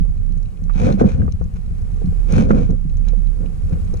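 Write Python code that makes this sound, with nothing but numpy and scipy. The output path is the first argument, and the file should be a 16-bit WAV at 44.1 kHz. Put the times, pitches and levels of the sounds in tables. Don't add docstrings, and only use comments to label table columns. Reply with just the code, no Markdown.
import sys
import numpy as np
from scipy import signal
from scipy.fft import rfft, irfft
from scipy.io import wavfile

SR = 44100
rng = np.random.default_rng(int(sys.argv[2]) if len(sys.argv) > 2 else 0)


def store_wav(level_fs):
    pcm = np.round(np.clip(np.atleast_2d(level_fs), -1, 1) * 32767)
    wavfile.write(sys.argv[1], SR, pcm.T.astype(np.int16))


N = 176400


def amp(db):
    return 10 ** (np.asarray(db) / 20)


def unit(x):
    return x / np.sqrt(np.mean(x ** 2) + 1e-20)


def across(table, hz, column=1):
    columns = np.transpose(table)
    return np.interp(np.log(hz + 1), np.log(columns[0] + 1), columns[column])


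def envelope(curve):
    return amp(np.interp(np.arange(N) / SR, *np.transpose(curve)))


def swells(rows):
    t = np.arange(N) / SR
    power = np.zeros(N)
    for centre, half, db in rows:
        offset = (t - centre) / half
        power += amp(db) ** 2 * np.exp(-offset ** 2 - (offset / 2) ** 4)
    return np.sqrt(power)


def add(mix, start_s, sound):
    part = mix[..., max(round(start_s * SR), 0):][..., :sound.shape[-1]]
    part += sound[..., :part.shape[-1]]


def pan(db):
    return amp([[db / 2], [-db / 2]])


def wander(hz):
    lowpass = signal.butter(2, hz, fs=SR, output="sos")
    return unit(signal.sosfiltfilt(lowpass, rng.standard_normal(N + 2 * SR))[SR:-SR])


def impulses(per_s, spread_db):
    size = amp(spread_db * np.minimum(rng.exponential(1, (2, N)), 4))
    return size * rng.choice([-1, 1], (2, N)) * (rng.random((2, N)) < per_s / SR)


def coloured(pair, spectrum):
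    hz = np.fft.rfftfreq(N, 1 / SR)
    left, independent = rfft(pair)
    coherence = np.clip(across(MICROPHONES, hz, column=2), 0, 1)
    right = coherence * left + np.sqrt(1 - coherence ** 2) * independent
    return unit(irfft(np.array([left, right]) * amp(across(spectrum, hz)), N))


def ring(modes, rise_s, detune):
    t = np.arange(SR // 3) / SR
    body = np.zeros(len(t))
    for hz, db, t60 in modes:
        detuned_hz = hz * (1 + detune * rng.uniform(-1, 1))
        body += amp(db - 60 * t / t60) * np.sin(2 * np.pi * (detuned_hz * t + rng.random()))
    body *= 1 - np.exp(-(t / rise_s) ** 2)
    return body / abs(body).max()


def scuffed(body, hz, db, scuff_s=0.0047):
    age = np.arange(len(body)) / SR / scuff_s
    burst = rng.standard_normal(len(body)) * age * np.exp(-age)
    band = signal.butter(2, [hz / 2, hz * 2], "band", fs=SR)
    scuff = signal.lfilter(*band, signal.lfilter(*band, burst))
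    return body + amp(db) * scuff / abs(scuff).max()


# (time [s], level [dB])
DRONE_ENVELOPE = [(0, -21.5), (.42, -18.5), (.57, -36), (.7, -19.5), (1.0, -26), (1.9, -29), (2.2, -21),
                  (3.3, -20.5), (3.5, -26.5), (4, -25)]


def drone(hz=34.17, pitch_depth=0.0515, flutter_db=2.64, gain_db=8):
    waver = wander(hz=4.56)
    phase = 2 * np.pi * np.cumsum(hz * (1 + pitch_depth * waver)) / SR
    tone = np.sqrt(2) * np.sin(phase) * envelope(DRONE_ENVELOPE) * amp(flutter_db * waver)
    return tone * np.array([[0], [amp(gain_db)]])


# (frequency [Hz], level [dB])
RUMBLE_SPECTRUM = [(55, -3), (88, 2.5), (120, -11.5), (180, -8), (300, -35), (900, -87)]
# (time [s], level [dB])
RUMBLE_ENVELOPE = [(0, -22.5), (.6, -31), (1.3, -20.5), (1.65, -25.5), (2.75, -22), (3.25, -27.5),
                   (4, -21.5)]


def rumble():
    return coloured(impulses(per_s=260, spread_db=3.5), RUMBLE_SPECTRUM) * envelope(RUMBLE_ENVELOPE)


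# (frequency [Hz], level [dB])
HISS_SPECTRUM = [(520, 15), (1100, 6.5), (1950, -2.5), (2450, -3), (3300, -10), (9300, -10.5), (14000, -19)]
# (time [s], level [dB])
HISS_ENVELOPE = [(0, -49.5), (1.5, -49), (2.2, -44), (2.8, -49.5), (3.9, -43.5)]


def hiss():
    return coloured(rng.standard_normal((2, N)), HISS_SPECTRUM) * envelope(HISS_ENVELOPE)


# (time [s], level [dB], fundamental [Hz])
HOOP_LANDINGS = [(.004, -17.5, 171.3), (.297, -24.5, 176), (0.619, -22.5, 171.4), (0.754, -15.5, 180),
                 (0.937, -9, 192), (1.014, -5, 246.7), (1.045, -5, 202.5), (1.192, -9, 74.7),
                 (2.04, -13, 179), (2.072, -15, 170.7), (2.324, -7.5, 165.3), (2.39, -8.5, 220),
                 (2.504, -5, 210), (2.69, -11.5, 176), (2.85, -16.5, 163.4), (3.169, -23.5, 182),
                 (3.632, -16, 86), (3.723, -13.5, 168.4)]


def hoop_thuds(t60=0.15):
    out = np.zeros((2, N))
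    for s, db, hz in HOOP_LANDINGS:
        modes = [(hz, 0, t60), (hz * 0.722, -7, t60 / 2), (hz * 1.497, -10, t60 / 2)]
        add(out, s, amp(db) * ring(modes, rise_s=0.003, detune=0.0051))
    return out


def crackle(per_s=19):
    out = np.zeros((2, N))
    count = int(per_s * N / SR)
    for when, size, colour, side in rng.random((count, 4)):
        add(out, when * N / SR, amp(-53.5 + 10 * size ** 2) * tick(2400 + 4500 * colour) * pan(8 * side))
    for when, size in rng.random((count, 2)):
        add(out, when * N / SR, amp(-49.5 + 15 * size ** 2) * knock())
    return out


# (frequency [Hz], level [dB])
CASE_MODES = [(2420, 2), (2860, -1), (4050, 0), (5500, -5.5), (6350, 0.5), (9200, -11.5)]


def tick(bright_hz, width_oct=0.82, t60=0.019, crack_db=-3, crack_s=0.0012):
    modes = [(hz, db - 10 * abs(np.log2(hz / bright_hz)) / width_oct, t60) for hz, db in CASE_MODES]
    case = ring(modes, rise_s=0.00023, detune=0.044)
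    crack = rng.standard_normal(len(case)) * np.exp(-np.arange(len(case)) / SR / crack_s)
    band = signal.butter(1, [bright_hz / 2, min(bright_hz * 1.1, SR / 2 - 1000)], "band", fs=SR)
    sound = case + amp(crack_db) * signal.lfilter(*band, crack)
    return sound / abs(sound).max()


# (time [s], level [dB], brightest frequency [Hz])
FITTING_TICKS = [(0.3228, -43, 5000), (.457, -46, 3040), (0.736, -42.5, 4050), (0.925, -26, 4030),
                 (1.3223, -35.5, 6270), (2.0588, -44, 4540), (2.323, -28.5, 11100), (2.706, -40.5, 6060),
                 (2.9695, -43.5, 6800), (3.0855, -32, 4860), (3.2698, -46, 4050), (3.460, -39, 2700),
                 (3.94, -35.5, 6060), (3.972, -39, 5500)]


def fittings():
    out = np.zeros((2, N))
    for s, db, hz in FITTING_TICKS:
        add(out, s, amp(db) * tick(hz) * pan(db=6))
    return out


# (time [s], level [dB], pitch [Hz])
RIM_BLOWS = [(.6965, -20.5, 1200), (0.9976, -25, 1530), (1.217, -30, 1560), (1.279, -26.5, 1203),
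             (2.5057, -12, 1337)]
# (frequency [ratio to pitch], level [dB], T60 [s])
RIM_MODES = [(0.801, -10.5, 0.033), (1.001, -5, 0.03)]


def rim_clacks():
    out = np.zeros((2, N))
    for s, db, hz in RIM_BLOWS:
        modes = [(hz * ratio, mode_db, t60) for ratio, mode_db, t60 in RIM_MODES]
        rim = ring(modes, rise_s=0.00048, detune=0.02)
        add(out, s, amp(db) * scuffed(rim, hz, db=-17))
    return out


# (centre time [s], half length [s], level [dB])
NET_SWISHES = [(.85, 0.064, -32), (1.005, 0.013, -33), (1.10, 0.043, -37.5), (1.567, 0.01, -45),
               (2.372, 0.05, -28.5), (2.507, 0.015, -36.5), (2.595, 0.054, -38.5), (3.085, 0.021, -46),
               (3.73, 0.0065, -44)]
# (frequency [Hz], level [dB])
MESH_SPECTRUM = [(250, 1.5), (500, 11), (900, 10.5), (1100, 3.5), (1450, 4.5), (1950, -5.5), (2420, 4.5),
                 (2700, -7), (4100, -9), (4700, -14.5), (6300, -8), (7600, -20.5), (9700, -20),
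                 (12500, -55.5)]


def netting(clump_db=1.7):
    snags = impulses(per_s=3000, spread_db=4) * amp(clump_db * wander(hz=140))
    return coloured(snags, MESH_SPECTRUM) * swells(NET_SWISHES) * pan(db=2.5)


# (centre time [s], half length [s], boom [dB], rattle [dB])
STACK_SHIFTS = [(0.838, 0.035, -15.5, -28), (0.894, 0.027, -14.5, -19.5), (1.041, 0.041, -16, -22),
                (1.207, 0.051, -20, -31.5), (2.395, 0.061, -15, -25.5), (2.551, 0.056, -13, -23),
                (2.711, 0.027, -22.5, -34.5), (3.431, 0.037, -29.5, -38.5), (3.741, 0.047, -36, -38.5)]
# (frequency [Hz], level [dB])
BOOM_SPECTRUM = [(35, -21.5), (80, 2.5), (120, -2), (210, -0.5), (330, -16.5), (900, -92)]
# (frequency [Hz], level [dB])
RATTLE_SPECTRUM = [(150, -42), (260, 1.5), (380, -4.5), (500, 4.5), (900, -18), (1500, -22.5),
                   (4000, -70.5)]


def stack(jolts_per_s=900, spread_db=2.5):
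    boom = coloured(impulses(jolts_per_s, spread_db), BOOM_SPECTRUM)
    boom *= swells([(s, half, db) for s, half, db, _ in STACK_SHIFTS])
    rattle = coloured(impulses(jolts_per_s, spread_db), RATTLE_SPECTRUM)
    rattle *= swells([(s, half, db) for s, half, _, db in STACK_SHIFTS])
    return boom + rattle


# (frequency [ratio to pitch], level [dB], T60 [s])
FRAME_MODES = [(0.682, -8.5, 0.016), (0.999, -11.5, 0.034), (1.299, -8.5, 0.017)]


def knock(hz=486):
    modes = [(hz * ratio, db, t60) for ratio, db, t60 in FRAME_MODES]
    return scuffed(ring(modes, KNOCK_RISE_S, detune=0.067), hz=605, db=-11.5)


KNOCK_RISE_S = 0.002296
# (time [s], level [dB])
FRAME_COLLISIONS = [(.869, -11), (.896, -17), (1.010, -3), (1.039, -9.5), (1.279, -23.5), (1.411, -18.5),
                    (2.017, -21), (2.123, -30.5), (2.382, -10.5), (2.505, -6), (2.700, -18.5),
                    (3.132, -22.5), (3.438, -27), (3.939, -18.5)]


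def frame_knocks():
    out = np.zeros((2, N))
    for s, db in FRAME_COLLISIONS:
        add(out, s - KNOCK_RISE_S / 2, amp(db) * knock())
    return out


def scene():
    traps = netting() + stack() + hoop_thuds() + frame_knocks() + rim_clacks()
    background = drone() + rumble() + hiss()
    return traps + background + fittings() + crackle()


# (frequency [Hz], left phase lead [rad], coherence [0-1], left minus right [dB])
MICROPHONES = [(32.8, 1.5, 0.15, 0), (74, -1.5, 0.78, 11.5), (195, 1.28, 0.81, -5), (480, 1.4638, 0.87, 2),
               (734, 4, 0.89, 0), (1170, 2.5, 0.82, -2.5), (2390, 1.5, 0.56, 1), (9000, 1.36, 0.26, -1)]


def record(dry, cutoff_hz=13500):
    hz = np.fft.rfftfreq(2 * N, 1 / SR)
    left_gain = amp(across(MICROPHONES, hz, column=3) / 2)
    right_lag = np.exp(-1j * across(MICROPHONES, hz))
    response = np.array([left_gain, right_lag / left_gain])
    picked_up = irfft(rfft(dry, 2 * N) * response)[:, :N]
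    rounded = picked_up / (1 + picked_up ** 8) ** (1 / 8)
    lowpass = signal.firwin(255, cutoff_hz, window=("kaiser", 8), fs=SR)
    return signal.oaconvolve(rounded, lowpass[None], "same")


dry = scene()
out = record(dry)
store_wav(out)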